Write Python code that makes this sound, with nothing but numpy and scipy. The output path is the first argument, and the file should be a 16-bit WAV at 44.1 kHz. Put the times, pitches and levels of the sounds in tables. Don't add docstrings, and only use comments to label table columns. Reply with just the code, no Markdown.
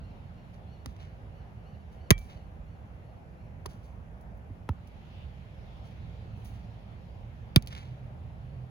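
import sys
import numpy as np
from scipy import signal
from scipy.fft import rfft, irfft
from scipy.io import wavfile
from scipy.ndimage import uniform_filter1d

SR = 44100
rng = np.random.default_rng(int(sys.argv[2]) if len(sys.argv) > 2 else 0)


def log_audio(samples):
    frames = np.atleast_2d(samples).T
    limited = np.clip(frames, -1, 1)
    pcm = np.round(limited * 32767).astype(np.int16)
    wavfile.write(sys.argv[1], SR, pcm)


N = 383669
TIME = np.arange(N) / SR
AHEAD, LEFT = 0, 1
DENT_AFTER_S, REBOUND_AFTER_S = .0022, .0069
DENT_SAG = .89


def hard_strikes(mix):
    # start_s, palm_db, pocket_hz, pocket_boost_db, pocket_width_octaves, crack_boost_db,
    # echo_delay_s, echo_db, heel_db, push_db, dent_db, dent_hz, rebound_db, free_ring_share
    strikes = [(2.1055, 14, 2550, 4, .3, 4, .0049, -5, 7, -3.5, -12, 430, -8.5, 0.8),
               (7.5604, 11.5, 4000, 12, 0.3, -6, .0058, -21, -1, -18, -6.5, 263.3, -7.5, 0.2)]
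    heel_after_s, push_after_s, dent_cycles = .0026, .0033, 1.4
    for (start, palm_db, pocket_hz, pocket_db, pocket_octaves, crack_db, echo_s, echo_db,
         heel_db, push_db, dent_db, dent_hz, rebound_db, free_share) in strikes:
        air_pocket, skin_crack = (pocket_hz, pocket_db, pocket_octaves), (6460, crack_db, .23)
        palm = slap(palm_db, decay_s=.00065, peaks=[air_pocket, skin_crack], dull_hz=15000, side=LEFT)
        for at, sound in (start, palm), push(start + push_after_s, push_db):
            add(mix, at, sound)
            add(mix, at + echo_s, gain_of(echo_db) * sound)
        dent_s = dent_cycles / dent_hz
        dent = thump(dent_db, dent_hz, DENT_SAG * dent_hz, glide_s=dent_s, length_s=dent_s, side=LEFT)
        heel = slap(heel_db, decay_s=.0012, peaks=[(2198, 9.5, .34)], dull_hz=2622, side=LEFT)
        rebound = thump(rebound_db, first_hz=216, last_hz=42.3, glide_s=.0086, length_s=.013,
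                        side=LEFT, wobble_lengths=7.5 * free_share)
        add(mix, start + DENT_AFTER_S, dent)
        add(mix, start + DENT_AFTER_S, cavity_ring(free_share))
        add(mix, start + heel_after_s, heel)
        add(mix, start + REBOUND_AFTER_S, rebound)


def soft_pats(mix):
    # start_s, pock_db, pock_hz, pock_boost_db, dull_hz, tick_db, contact_decay_s,
    # dent_db, dent_hz, rebound_db, side (0 ahead, 1 left)
    pats = [(.8582, -16, 800, 11, 1200, -13, 0.0016, -36.5, 270, -34.5, 1),
            (3.6562, -12, 900, 16.5, 1080, -11, 0.004, -35, 438, -38, 1),
            (4.498, -34.5, 890, 5.5, 900, -53, 0.0032, -40, 280, -36, 0),
            (4.6898, -1, 850, 5, 1500, -26, .0016, -27, 240, -23, 0)]
    for (start, pock_db, pock_hz, boost_db, dull_hz, tick_db, decay_s,
         dent_db, dent_hz, rebound_db, side) in pats:
        pock = slap(pock_db, decay_s, peaks=[(pock_hz, boost_db, .23)], dull_hz=dull_hz, side=AHEAD)
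        tick = slap(tick_db, decay_s, peaks=[(4730, 4.5, .22)], dull_hz=10800, side=LEFT)
        dent = thump(dent_db, dent_hz, DENT_SAG * dent_hz, glide_s=.0094, length_s=.0094, side=side)
        rebound = thump(rebound_db, first_hz=165, last_hz=59, glide_s=.011, length_s=.029, side=side)
        add(mix, start, pock)
        add(mix, start + decay_s / 2, tick)
        add(mix, start + DENT_AFTER_S, dent)
        add(mix, start + REBOUND_AFTER_S, rebound)


def slap(db, decay_s, peaks, dull_hz, side):
    # frequency_hz, density_db
    slap_spectrum = [(100, -16), (520, 4), (780, 1.5), (1200, 7), (1600, -1), (3100, 0), (4600, -5),
                     (5500, -4), (6500, -3.5), (7800, -16), (9200, -5), (10500, -2.5), (12800, -12.5),
                     (14500, -3), (16000, -4)]
    scatter_db, scatter_decay_s, scatter_hz, treble_floor_db = -12, .0075, 4500, -24
    t, hz = np.arange(4096) / SR, np.fft.rfftfreq(4096, 1 / SR)
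    burst_noise, scatter_noise = rng.standard_normal((2, len(t)))
    burst = rfft(t / decay_s * np.exp(-2 * t / decay_s) * burst_noise)
    burst /= np.sqrt(uniform_filter1d(abs(burst) ** 2, size=70))
    peaks_db = sum(boost * bell(np.log2((hz + 1) / centre) / octaves) for centre, boost, octaves in peaks)
    burst *= minimum_phase(peaks_db)
    scatter = unit_rms(rfft(scatter_noise * np.exp(-t / scatter_decay_s)))
    scatter *= gain_of(scatter_db) / (1 + 1j * hz / scatter_hz)
    softness_db = 10 * np.log10(1 / (1 + (hz / dull_hz) ** 4) + gain_of(treble_floor_db) ** 2)
    colour = gain_of(db) * minimum_phase(curve_at(slap_spectrum, hz) + softness_db)
    return arrive(burst * colour, hz, side) + arrive(scatter * colour, hz, AHEAD)


def push(crest_s, db, width_s=.00044, spread=2.9):
    t = np.arange(-.02, .06, 1 / SR)
    pulse = gain_of(db) * (bell(t / width_s) - bell(t / (spread * width_s)) / spread)
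    return crest_s + t[0], arrive(rfft(pulse), np.fft.rfftfreq(len(t), 1 / SR), LEFT)


def thump(db, first_hz, last_hz, glide_s, length_s, side, wobble_lengths=2.8):
    rise_s, wobble_db = .0023, -19
    t = np.arange(SR // 5) / SR
    pitch_hz = last_hz + (first_hz - last_hz) * np.exp(-t / glide_s)
    wobble = gain_of(wobble_db) * np.exp(-t / (wobble_lengths * length_s))
    envelope = (1 - np.exp(-t / rise_s)) * (np.exp(-(t / length_s) ** 4) + wobble)
    pressure = gain_of(db) * envelope * np.sin(2 * np.pi * np.cumsum(pitch_hz) / SR)
    return arrive(rfft(pressure), np.fft.rfftfreq(len(t), 1 / SR), side)


def cavity_ring(free_share, db=-33, right_lag_s=.00037):
    # pitch_hz, level_db, free_t60_s
    modes = [(1220, 2.5, 0.1), (1550, -1, .035), (1890, 7.5, 0.1), (2150, 7, 0.049), (2315, -4.5, 0.36),
             (3220, -11, 0.21), (4450, -6.5, .07)]
    t = np.maximum(np.arange(SR // 2) / SR - np.array([[0], [right_lag_s]]), 0)
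    return sum(gain_of(db + mode_db - 60 * t / (t60 * free_share)) * np.sin(2 * np.pi * hz * t)
               for hz, mode_db, t60 in modes)


def footwork(mix):
    # start_s, level_db, settling_s, tilt_db_per_octave
    steps = [(.53, -68, .025, 1.5), (.865, -67, 0.041, 3), (.985, -57.5, 0.05, -2.5),
             (1.91, -72.5, 0.049, 5), (2.19, -66, 0.073, 7), (2.28, -56, 0.053, -3),
             (3.68, -63.5, 0.052, 4), (3.82, -70.5, 0.058, 6), (5.83, -69.5, 0.068, 3),
             (6.33, -75.5, 0.12, 9), (6.44, -65, .035, 3), (6.52, -68, 0.059, 2), (7.70, -53.5, 0.028, -1),
             (7.74, -52, 0.07, -2.5)]
    # start_s, level_db, decay_s, tilt_db_per_octave
    flicks = [(.964, -60, .003, 0), (1.005, -58, .005, -8), (1.023, -56, .002, -1.5),
              (2.179, -46.5, 0.0026, 3), (2.186, -52, 0.0096, 11.5), (3.706, -65, 0.0037, 16),
              (4.21, -67, .01, 13), (4.372, -71, 0.0093, 14.5), (4.872, -62, 0.0095, 8),
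              (6.445, -59.5, 0.044, 11), (7.623, -47, 0.0032, 7), (7.631, -49, 0.011, -5.5),
              (7.661, -55, .002, 8), (7.6727, -43.5, 0.0025, 5.5), (7.679, -53, 0.0099, 3),
              (7.726, -44, 0.008, -2), (7.750, -44, 0.0026, 0), (7.779, -54, 0.0024, -1)]
    step_rise_share, flick_rise_s, landing_s = .43, .00086, 7.674
    for start, db, settling_s, tilt_db in steps:
        add(mix, start, sand_spray(db, step_rise_share * settling_s, settling_s, tilt_db, grain_db=5))
    for start, db, decay_s, tilt_db in flicks:
        add(mix, start, sand_spray(db, flick_rise_s, decay_s, tilt_db, grain_db=3.5))
    add(mix, landing_s, thump(db=-41, first_hz=110, last_hz=85, glide_s=.035, length_s=.035, side=LEFT))


def sand_spray(db, rise_s, decay_s, tilt_db, grain_db, clump_db=.5):
    # frequency_hz, density_db
    sand_spectrum = [(200, -21), (700, -1.5), (2000, -1), (2900, 2), (4100, -3.5), (6400, -8.5),
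                     (7800, -23), (9500, -13), (12500, -26), (15000, -19), (16500, -25.5)]
    n = 2 * (SR // 3)
    t, hz = np.arange(n) / SR, np.fft.rfftfreq(n, 1 / SR)
    grains = rng.standard_normal((2, n))
    grains *= gain_of(grain_db * np.minimum(rng.exponential(1, (2, n)), 5))
    grains *= gain_of(clump_db * smooth_noise(n, span=180))
    left, ahead = rfft(grains) * gain_of(curve_at(sand_spectrum, hz) + tilt_db * np.log2((hz + 1) / 4000))
    envelope = np.minimum(t / rise_s, 1) * np.exp(-np.maximum(t - rise_s, 0) / decay_s)
    return gain_of(db) * envelope * unit_rms(arrive(left, hz, LEFT) + .15 * arrive(ahead, hz, AHEAD))


def gull_series(mix):
    call_s, gap_s, tires_s, tired_gap_s = .085, .328, 2.3, .355
    fresh_db, fade_db_per_s = -74, 6
    highest_hz, highest_s, bow_hz_per_s2 = 1502, 1.8, 24.8
    for _ in range(11):
        tired_s = max(call_s - tires_s, 0)
        top_hz = highest_hz - bow_hz_per_s2 * (call_s - highest_s) ** 2
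        add(mix, *gull_cry(call_s, top_hz, fresh_db - fade_db_per_s * tired_s))
        call_s += tired_gap_s if tired_s else gap_s


def gull_cry(top_s, top_hz, db):
    # harmonic_number, level_db
    partials = [(2, -1.5), (3, -3), (4, -11)]
    climb_s, fall_s, climb_share, fall_share, waver_share = .095, .05, .14, .27, .013
    dulling_db, flutter_db, echo_s, echo_db = 9, 3, .075, -6
    t = np.arange(-climb_s * rng.uniform(.85, 1.1), fall_s, 1 / SR)
    off_top = (t / np.where(t < 0, climb_s, fall_s)) ** 2
    droop = np.where(t < 0, climb_share, fall_share) * off_top
    pitch_hz = top_hz * (1 - droop + waver_share * smooth_noise(len(t), span=100))
    phase = 2 * np.pi * np.cumsum(pitch_hz) / SR
    cry = np.zeros(len(t))
    for k, partial_db in partials:
        level_db = db + partial_db + rng.standard_normal() - dulling_db * (k - 2) * off_top
        cry += gain_of(level_db) * np.sin(k * phase)
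    cry *= gain_of(flutter_db * smooth_noise(len(t), span=700))
    cry *= signal.windows.tukey(len(t), .2)
    delay = round(echo_s * SR)
    return max(top_s + t[0], 0), np.pad(cry, (0, delay)) + gain_of(echo_db) * np.pad(cry, (delay, 0))


def engine(width_hz=11):
    # time_s, pitch_hz, level_db
    course = [(0, 103.5, -54), (5.4, 102.4, -60.5), (6.3, 105.5, -47.5), (7.1, 110.4, -52.5),
              (8.1, 121.6, -49), (8.7, 121.1, -44.5)]
    times, pitch_hz, level_db = np.transpose(course)
    offset_hz = np.fft.fftfreq(N, 1 / SR)
    sidebands = bell(offset_hz / width_hz) * (1 + np.sign(offset_hz) / 2)
    drift = np.fft.ifft(np.fft.fft(rng.standard_normal(N)) * sidebands)
    phase = 2 * np.pi * np.cumsum(np.interp(TIME, times, pitch_hz)) / SR
    return gain_of(np.interp(TIME, times, level_db)) * unit_rms((drift * np.exp(1j * phase)).real)


def waves():
    # crest_s, level_db
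    crests = [(5.15, -69.5), (5.85, -70.5)]
    # frequency_hz, density_db
    hiss_spectrum = [(300, -11.5), (900, -10.5), (2000, 2.5), (3200, 2), (4500, -5.5), (6500, -17),
                     (9000, -26.5), (16000, -30.5)]
    rise_s, break_s, backwash_share, drain_db_per_s = .27, .47, .85, 2.5
    power = gain_of(-74.5 - drain_db_per_s * TIME) ** 2
    for crest_s, db in crests:
        before, after = np.maximum(crest_s - TIME, 0), np.maximum(TIME - crest_s, 0)
        breaking = (1 - backwash_share) * np.exp(-after / break_s)
        backwash = backwash_share * gain_of(-drain_db_per_s * after)
        power += (gain_of(db) * bell(before / rise_s) * (breaking + backwash)) ** 2
    return np.sqrt(power) * diffuse(hiss_spectrum, patchy_db=2)


def swish(peak_s=5.22, rise_s=.072, fall_s=.029, db=-66):
    # frequency_hz, density_db
    swish_spectrum = [(1000, -34), (2300, -5.5), (2850, 4), (3600, 1.5), (4400, -20), (7000, -31)]
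    width_s = np.where(TIME < peak_s, rise_s, fall_s)
    return gain_of(db) * bell((TIME - peak_s) / width_s) * diffuse(swish_spectrum, patchy_db=1.5)


def surf_and_town(wash_db=-59):
    # frequency_hz, density_db
    rumble_spectrum = [(20, -28.5), (32, -28), (45, -14), (58, 6), (85, 1), (120, -4), (170, -4.5),
                       (215, -10.5), (270, -19.5), (400, -29.5), (900, -40.5), (3000, -83.5)]
    # time_s, level_db
    rumble_levels = [(0, -46), (4.5, -46), (5.4, -46.5), (6.2, -43), (6.9, -47), (7.9, -45)]
    # frequency_hz, density_db
    wash_spectrum = [(100, -6), (330, -3.5), (540, 0.5), (780, -0.5), (1100, -8.5), (1600, -11.5),
                     (2600, -17), (4000, -30.5), (6000, -33.5), (8500, -37.5), (10500, -34.5),
                     (13000, -39.5), (15300, -40.5), (16500, -52.5)]
    swell = gain_of(np.interp(TIME, *np.transpose(rumble_levels)))
    rumble = swell * diffuse(rumble_spectrum, patchy_db=1)
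    return rumble + gain_of(wash_db) * diffuse(wash_spectrum, patchy_db=1.27)


def diffuse(spectrum, patchy_db):
    # frequency_hz, correlation
    likeness = [(60, 1), (130, 0.76), (290, 0.9), (640, 0.24), (1410, -0.36), (3100, -0.1), (7000, 0.26),
                (8500, -1.3), (10800, 0.54), (13300, -0.4), (15000, .6)]
    hz = np.fft.rfftfreq(2048, 1 / SR)
    mid_re, mid_im, side_re, side_im, patches = rng.standard_normal((5, len(hz), N // 512 + 5))
    patches = uniform_filter1d(patches, size=24, axis=0)
    patches = unit_rms(uniform_filter1d(patches, size=8, axis=1))
    correlation = np.clip(curve_at(likeness, hz), -1, 1)[:, None]
    frames = np.array([(mid_re + 1j * mid_im) * np.sqrt(1 + correlation),
                       (side_re + 1j * side_im) * np.sqrt(1 - correlation)])
    frames *= gain_of(curve_at(spectrum, hz)[:, None] + patchy_db * patches)
    mid, side = signal.istft(frames, nperseg=2048, noverlap=1536)[1][:, :N]
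    return np.array([mid + side, mid - side]) / np.std(mid)


def arrive(spectrum, hz, side, travel_s=.00021):
    # frequency_hz, phase_rad
    right_lag = [(0, 0.04), (290, 1.56), (500, 1.93), (780, 2.4), (1500, 4), (2000, 5.5), (2500, 8.5),
                 (3000, 9.5), (3500, 10.4), (4400, 12), (5600, 16.5), (6600, 18), (8500, 15.5),
                 (15400, 7.5)]
    lag = np.interp(hz, *np.transpose(right_lag)) * side
    pair = irfft(np.array([spectrum, spectrum * np.exp(-1j * lag)]) * np.exp(-2j * np.pi * hz * travel_s))
    return pair * np.minimum(np.linspace(2, 0, pair.shape[1]), 1) ** 2


def minimum_phase(db):
    log_gain = np.log(gain_of(np.concatenate([db, db[-2:0:-1]])))
    return np.exp(np.conj(signal.hilbert(log_gain)))[:len(db)]


def curve_at(points, hz):
    point_hz, value = np.transpose(points)
    return np.interp(np.log(hz + 1), np.log(point_hz + 1), value)


def smooth_noise(n, span):
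    return unit_rms(uniform_filter1d(rng.standard_normal(n), size=span))


def bell(x):
    return np.exp(-.5 * x ** 2)


def gain_of(db):
    return 10 ** (np.asarray(db) / 20)


def unit_rms(x):
    return x / np.sqrt(np.mean(abs(x) ** 2) + 1e-20)


def add(mix, start_s, sound):
    part = mix[:, round(start_s * SR):][:, :sound.shape[-1]]
    part += sound[..., :part.shape[1]]


def scene():
    mix = surf_and_town() + waves() + swish() + engine()
    hard_strikes(mix)
    soft_pats(mix)
    footwork(mix)
    gull_series(mix)
    return mix


def record(dry, edge_hz=16200):
    # frequency_hz, left_minus_right_db
    balance = [(60, -5), (120, -3.5), (200, -2.5), (380, 0.3), (700, 2.5), (1300, 0), (2400, 0),
               (4400, -2.5), (6000, -4), (9000, 0)]
    lean_db = curve_at(balance, np.fft.rfftfreq(N, 1 / SR)) / 2
    coloured = irfft(rfft(dry) * gain_of([lean_db, -lean_db]), N)
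    low_pass = signal.firwin(255, edge_hz, window=("kaiser", 9), fs=SR)
    return signal.oaconvolve(np.clip(coloured, -1, 1), low_pass[None], "same", axes=1)


dry = scene()
out = record(dry)
log_audio(out)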